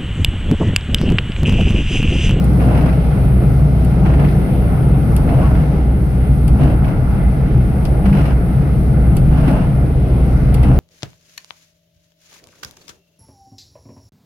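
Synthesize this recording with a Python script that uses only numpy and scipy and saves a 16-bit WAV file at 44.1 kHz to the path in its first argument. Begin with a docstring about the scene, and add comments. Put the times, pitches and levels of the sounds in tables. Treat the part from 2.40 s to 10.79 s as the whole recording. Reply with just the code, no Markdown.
"""Inside a car at steady speed on a slushy road, heard by a phone held near the windscreen.
From the start the engine hums (sines), the road booms and roars and the vents hiss (shaped noise).
About every 1.35 s, first at 0.04 s, a wiper blade flips: a snap, a knock of the arm, a wet tail.
After most flips it drags over the wet glass: uneven puffs of noise and single slips with spray.
Meanwhile glass and arm moan or squeak in wavering tones; a last extra flip comes near the end."""
import sys
import numpy as np
from scipy import signal
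from scipy.fft import rfft, irfft, next_fast_len
from scipy.io import wavfile
from scipy.ndimage import uniform_filter1d

SR = 44100
rng = np.random.default_rng(int(sys.argv[2]) if len(sys.argv) > 2 else 0)


def to_wav(s):
    """Save 16-bit WAV."""
    ch = np.atleast_2d(s).T  # columns
    pcm = np.round(np.clip(ch, -1, 1) * 32767)  # PCM
    wavfile.write(sys.argv[1], SR, pcm.astype(np.int16))


N = 369999
T = np.arange(N) / SR  # time of every sample, s

# the blade drags over the glass: start t/s, length t/s, level/dB, level change to the end/dB,
# extra rumble/dB, extra brightness/dB
DRAGS = [(0.18, 0.35, -28.5, -1.5, 9.5, -1), (1.631, 0.14, -25.5, -10.5, -2, 0),
         (1.769, 0.12, -29, -2.5, 8.5, -5), (2.858, 0.15, -26.5, -9.5, 8.5, -12),
         (2.971, 0.18, -28, -6.5, 3.5, -7), (3.115, 0.18, -32, -8.5, 8.5, 2),
         (4.178, 0.19, -32.5, -2, 14, 3.5), (4.406, .15, -33.5, -1, -2, -7),
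         (5.634, 0.1, -26.5, -10, -12, 3), (5.714, 0.24, -27, -8, 6, 3.5), (6.895, 0.22, -33, 5.5, 7.5, 0),
         (7.07, 0.21, -30, -1, 8.5, -1.5), (8.183, .3, -32.5, -3.5, 8, -2)]


def amp(db):
    """Turn dB into a gain."""
    return 10 ** (np.asarray(db) / 20)


def on_log(table, hz):
    """Read a table of f/Hz and value, with frequency on a log axis."""
    f, v = np.transpose(table)
    return np.interp(np.log(hz + 1), np.log(f), v)


def columns(table, outside=None):
    """Draw straight lines between table rows; give each column at every sample."""
    s, *cols = np.transpose(table)
    return [np.interp(T, s, c, outside, outside) for c in cols]


def walk(rate):
    """Wander at random: levels held 1 / rate s, smoothed twice; spread near 1."""
    k = int(SR / rate)
    held = np.repeat(rng.standard_normal(N // k + 1), k)
    return 1.247 * uniform_filter1d(uniform_filter1d(held, k), k)[:N]


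def flicker(depth_db, rate, count):
    """Make unrelated level walks in dB, one for each band."""
    return [depth_db * walk(rate) for _ in range(count)]


def noise():
    """Make two unrelated white noises."""
    return rng.standard_normal((2, N))


def band(x, hz, width):
    """Ring like one resonance (two poles), with gain 1 at its centre."""
    return signal.lfilter(*signal.iirpeak(min(hz, .45 * SR), hz / width, SR), x)


def burst(s, t60):
    """Jump up at s and die away, losing 60 dB in t60 seconds."""
    out, first = np.zeros(N), int(s * SR)
    fading = T[:min(int(2 * t60 * SR), N - first)]
    out[first:first + len(fading)] = np.exp(-np.log(1000) * fading / t60)
    return out


def sweep(start, length):
    """Give the progress 0-1 through a drag and its envelope: grip, hold, let go."""
    grip_s, let_go_s = 0.032, 0.03
    rise = np.clip((T - start) / grip_s, 0, 1)
    fall = np.clip((start + length - T) / let_go_s, 0, 1)
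    along = np.clip((T - start) / length, 0, 1)
    return along, np.sin(np.pi / 2 * rise * fall) ** 2


def cabin(source, shape, bands_db):
    """Colour two unrelated signals, spread them over both ports, move the gain of each band."""
    # how alike the ports sound: f/Hz, left-right correlation
    likeness = [(25, 0.999), (60, 0.96), (200, 0.97), (360, 0.64), (470, 0.88), (560, 0.79), (700, 0.8),
                (950, 0.3), (1600, -0.2), (2100, 0.5), (2700, 0.1), (3200, -0.05), (14000, .05)]
    # each port has its own treble resonance: f/Hz, left minus right level/dB
    port_lean = [(30, -1.5), (60, -.5), (170, 3), (400, -0.5), (800, 2.5), (1350, -2.5), (2100, 2.5),
                 (3800, 2), (4900, -2.5), (5500, -12.5), (6700, -18), (7800, 15.5), (9400, 17.5),
                 (11500, 0), (14000, -4.5)]
    size = next_fast_len(N)
    hz = np.arange(size // 2 + 1) * SR / size
    alike = np.clip(on_log(likeness, hz), -1, 1)
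    mid, side = rfft(source, size) * [np.sqrt(1 + alike), np.sqrt(1 - alike)]
    lean = amp(on_log(port_lean, hz) / 2)
    # leaning moves sound between the ports and keeps their mean
    mean = np.sqrt(lean ** 2 + lean ** -2 + 2 * alike)
    ports = np.array([(mid + side) * lean, (mid - side) / lean])
    both = amp(on_log(shape, hz)) * ports / mean
    # bring the average of the ports to RMS 1 before the band gains
    both = both / np.sqrt(np.mean(irfft(both.mean(axis=0), size) ** 2))
    # bands overlap evenly on the log axis; the last falls to half at the top
    low, high = shape[0][0], shape[-1][0]
    place = np.clip(np.log((hz + 1) / low) / np.log(high / low), 0, 1) * (len(bands_db) - 0.5)
    out = 0
    for k, db in enumerate(bands_db):
        share = np.clip(1 - abs(place - k), 0, 1)
        out = out + amp(db) * irfft(both * share, size)[:, :N]
    return out


def engine():
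    """The steady firing rate and its multiples hum through the mounts, each wavering a little."""
    # engine orders: multiple of the firing rate, level/dB added to the hum level
    orders = [(1, 1), (2, -9.5), (3, -19)]
    # hum before the order levels: t/s, level/dB
    hum_level = [(0, -14.5), (1.7, -17.5), (3.2, -18.5), (3.8, -15.5), (4.6, -21), (5.3, -20.5), (6, -19.5),
                 (7.3, -19), (8.39, -15)]
    firing_hz, rev_wander = 61.27, 0.0015  # wander is a share of the rate
    phase = 2 * np.pi * np.cumsum(firing_hz * (1 + rev_wander * walk(2.02))) / SR
    hum = 0
    for k, db in orders:
        hum = hum + amp(db + 1.6 * walk(18)) * np.sin(k * phase + 2 * np.pi * rng.random())
    return np.sqrt(2) * amp(columns(hum_level)[0]) * hum


def road():
    """Uneven slush shakes floor and body shell and roars under the tyres; the tread drones."""
    # road surface: t/s, boom of the shell level/dB, roar of the tyres level/dB,
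    # shudder of the floor level/dB
    surface = [(0, -12.5, -23.5, -23), (1, -14.5, -26, -17), (1.7, -14, -24.5, -17.5), (2.2, -15, -26, -14),
               (2.9, -13, -25, -14), (3.7, -17.5, -28, -17.5), (4.1, -14, -26.5, -12.5),
               (5.2, -16, -27, -13), (6.1, -15.5, -27, -16.5), (6.9, -13, -26, -12), (7.6, -17, -27, -15.5),
               (8.39, -13.5, -25, -10.5)]
    # colour of the boom in the shell: f/Hz, relative level per Hz/dB
    boom_shape = [(60, -39.5), (92, -5.5), (108, -8.5), (122, 1), (143, -0.5), (160, -3.5), (176, -6),
                  (197, -5), (212, -9), (232, -22), (245, -11.5), (266, -19.5), (310, -17.5), (750, -120)]
    # colour of the shaking floor: f/Hz, relative level per Hz/dB
    shudder_shape = [(12, -60), (22, -13), (30, -5), (42, 0), (52, 2), (64, 1), (74, .5), (88, -5),
                     (110, -30), (250, -130)]
    # colour of the tyres in the slush: f/Hz, relative level per Hz/dB
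    roar_shape = [(180, -23.5), (240, -1), (330, -5), (480, -7), (570, -11), (670, -10.5), (820, -13),
                  (950, -22), (1075, -24), (1220, -22.5), (1350, -20.5), (1480, -23), (1620, -29.5),
                  (1740, -28), (1900, -30.5), (2020, -25.5), (2170, -26), (2270, -31.5), (2480, -31),
                  (3050, -38), (3700, -42.5), (5000, -45), (7200, -53)]
    wiping_boom_db = 0.5  # the working wiper lifts the boom of the shell
    drone_hz, drone_wander, drone_db = 142, .035, -11  # level relative to the boom curve
    boom_db, roar_db, shudder_db = columns(surface)
    wiping = sum(sweep(start, length)[1] for start, length, *_ in DRAGS)
    boom_gain = amp(boom_db + wiping_boom_db * wiping + 0.52 * walk(13.0))
    boom = boom_gain * cabin(noise(), boom_shape, flicker(0.39, 7.4, count=3))
    shudder = amp(shudder_db) * cabin(noise(), shudder_shape, [0])
    tread = np.sin(2 * np.pi * drone_hz * np.cumsum(1 + drone_wander * walk(3.)) / SR)
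    drone = np.sqrt(2) * amp(boom_db + drone_db + 4.4 * walk(6.)) * tread
    roar = amp(roar_db) * cabin(noise(), roar_shape, flicker(1.5, 10., count=7))
    return boom + drone + shudder + roar


def vents():
    """Air hisses smoothly in the vents, patchy in time."""
    # vent air: t/s, level/dB
    air = [(0, -47.5), (1, -49.5), (1.5, -48.5), (2.5, -48), (3.7, -52), (4.1, -48.5), (5.1, -52),
           (5.7, -49.5), (6.3, -52), (6.7, -50), (7.8, -51.5), (8.39, -50)]
    # colour of the hiss: f/Hz, relative level per Hz/dB
    hiss_shape = [(6500, -49), (7300, -55), (8200, -10), (9500, -1), (10700, -5), (12000, -5),
                  (13200, -8.5), (14200, -34.5), (14600, -9.5)]
    level_db = columns(air)[0] + 1.5 * walk(6.0)
    return amp(level_db) * cabin(noise(), hiss_shape, flicker(0.85, 7.1, count=3))


def wiper_flips():
    """The blade edge snaps over; the arm knocks just after and rattles; a short wet tail follows."""
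    # flips: t/s, snap impulse level before filtering/dB, knock impulse level before filtering/dB,
    # left minus right level of the snap/dB, centre of the snap f/Hz
    flips = [(0.043, -9, -20, 6, 12500), (1.448, -14, -23, 9, 10000), (2.7645, -4, -10, 12, 12500),
             (4.0794, -10, -13.5, 3.0, 11500), (5.452, -14, -9.5, 8, 9500), (6.7678, -4, -11, 7, 12000),
             (8.1429, -4, -10, 6, 12500), (8.2315, -16, -15, 9, 9000)]
    # resonances of the wiper arm: f/Hz, width f/Hz, level/dB
    arm_modes = [(2650, 700, 8), (3600, 800, 2), (4450, 350, 5), (5300, 1000, 0), (6600, 1200, -8)]
    first_touch_db = -3  # the snap itself already jolts the arm; relative to the knock
    knock_lag_s, rattle_db, rattle_t60_s = .003, -20.5, .085  # rattle relative to the knock
    wet_db, wet_t60_s = -18.5, .065  # wet tail relative to the snap
    clicks, shake, wet = np.zeros((2, N)), np.zeros((2, N)), np.zeros(N)
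    white = noise()
    tail = band(band(noise(), 10200, 3100.0), 9200, 3500.0)
    for s, snap_db, knock_db, pan_db, snap_hz in flips:
        click = band(np.arange(N) == int(s * SR), snap_hz, snap_hz * 0.8)
        clicks += amp(snap_db + np.array([[pan_db], [-pan_db]]) / 2) * click
        shake[:, int(s * SR)] += amp(knock_db + first_touch_db)
        shake[:, int((s + knock_lag_s) * SR)] += amp(knock_db)
        shake += amp(knock_db + rattle_db) * burst(s, rattle_t60_s) * white
        wet += amp(snap_db + wet_db) * burst(s, wet_t60_s)
    snap = signal.sosfilt(signal.butter(6, 8200., "high", fs=SR, output="sos"), clicks)
    arm = 0
    for k, (hz, width, db) in enumerate(arm_modes):
        arm = arm + (-1) ** k * amp(db) * band(shake, hz, width)  # neighbours in opposite sign
    return snap + wet * tail + arm


def wiper_drag():
    """Stick-slip: the rubber lets go in dense uneven steps, each a short puff of noise into the glass."""
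    # single slips of the rubber: t/s, level before the glass filter/dB
    slip_list = [(.199, -24), (0.2374, -22), (.35, -21), (.375, -18), (.41, -22), (.46, -21), (.49, -22),
                 (.527, -21), (1.6594, -21), (1.7365, -20), (1.7963, -18), (1.8442, -19), (1.887, -22),
                 (2.89, -20), (3.055, -21), (3.155, -25), (4.2318, -18), (4.445, -21), (4.48, -22),
                 (5.657, -17), (5.7274, -20), (5.7694, -18), (5.8114, -21), (5.8541, -18), (7.0786, -14),
                 (8.236, -19)]
    # colour of the dragging blade: f/Hz, relative level per Hz/dB
    swish_shape = [(150, -36), (260, 1.5), (380, -15.5), (650, -4.5), (1100, -14), (1500, -18), (2050, -26),
                   (2800, -23), (3250, -33.5), (3700, -38.5), (5500, -43.5), (7200, -53), (9500, -44),
                   (12000, -62)]
    # colour of the thrown water: f/Hz, relative level per Hz/dB
    spray_shape = [(3000, -30), (4000, -2), (5500, -4), (7200, -22), (8500, -4), (10000, 0), (12500, -4),
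                   (14500, -20)]
    arch_db, rumble_fade_db = 3.5, -3.5  # louder in mid-sweep; rumble thins from start to end
    slip_t60_s, slip_tick_db = .09, 15  # the tick that opens a slip, relative to it
    spray_db, spray_t60_s = -27, .2  # each slip throws off a little water; relative to the slip
    glass_top_hz = 3600
    drag, rumble, bright = np.zeros((3, N))
    flutter_db = 1.5 * walk(22.)
    for start, length, db, change_db, rumble_db, bright_db in DRAGS:
        along, hold = sweep(start, length)
        drag += hold * amp(flutter_db + db + change_db * along + arch_db * np.sin(np.pi * along))
        rumble += (hold > 0) * (rumble_db + rumble_fade_db * (along - .5))
        bright += (hold > 0) * bright_db
    # about 350 steps a second at random, each fading with a time constant of 3 ms
    steps = (rng.random(N) < 350 / SR) * amp(1.5 * rng.exponential(size=N))
    judder = 3 + signal.lfilter([1], [1, -np.exp(-1 / (.003 * SR))], steps)
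    smear = drag * cabin(noise() * judder, swish_shape, [rumble, 0, bright])
    slips, ticks, spray_gain = np.zeros((3, N))
    for s, db in slip_list:
        slips += amp(db) * burst(s, slip_t60_s)
        ticks[int(s * SR)] = amp(db + slip_tick_db)
        spray_gain += amp(db + spray_db) * burst(s, spray_t60_s)
    slips = uniform_filter1d(slips, size=40)  # soften the edges
    # the glass passes the slips in a band with steep sides
    glass = band(band(band(slips * noise() + ticks, 2250, 1400.0), 2000, 1900.0), 2000, 3400.0)
    glass = signal.sosfilt(signal.butter(3, glass_top_hz, fs=SR, output="sos"), glass)
    spray = spray_gain * cabin(noise(), spray_shape, [0])
    return smear + spray + glass


def wiper_moans():
    """The judder locks for a moment onto a mode of glass and arm; the pitch wavers."""
    # moans and squeaks: middle t/s, length t/s, f/Hz, level before the port gain/dB
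    moans = [(.23, .09, 690, -31), (.38, .25, 124, -16), (.5, .07, 640, -32), (1.63, .2, 185, -20),
             (1.82, .1, 240, -24), (3., .6, 197, -21), (2.91, .09, 700, -28), (2.95, .4, 134, -13),
             (3.05, .1, 1120, -34), (3.06, .1, 1330, -35), (4.25, .15, 135, -16), (5.71, .27, 198, -13),
             (6.95, .15, 135, -16), (7.12, .15, 240, -24), (8.3, .2, 130, -13)]
    octave_db, octave_under_hz = -13, 160  # the deepest moans carry a second harmonic
    out = np.zeros(N)
    for mid, length, hz, db in moans:
        swell = np.cos(np.pi * np.clip((T - mid) / length, -.5, .5)) ** 2
        phase = 2 * np.pi * hz * np.cumsum(1 + 0.0101 * walk(25.)) / SR
        octave = (hz < octave_under_hz) * amp(octave_db) * np.sin(2 * phase)
        out += amp(db + 1.0 * walk(33.0)) * swell * (np.sin(phase) + octave)
    return np.sqrt(2) * out * amp(np.array([[.9], [-.9]]))  # left a little louder


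def scene():
    """Add up everything heard in the cabin."""
    return engine() + road() + vents() + wiper_flips() + wiper_drag() + wiper_moans()


def record(dry):
    """The phone hears the left port slightly late, rounds the loudest peaks and cuts the top."""
    port_lag_s, top_hz = .0001, 14600
    left = np.pad(dry[0], (round(port_lag_s * SR), 0), "edge")[:N]
    rounded = 1.06 * np.tanh(np.array([left, dry[1]]))
    return signal.sosfilt(signal.ellip(10, .2, 80, top_hz, fs=SR, output="sos"), rounded)


dry = scene()
out = record(dry)
to_wav(out)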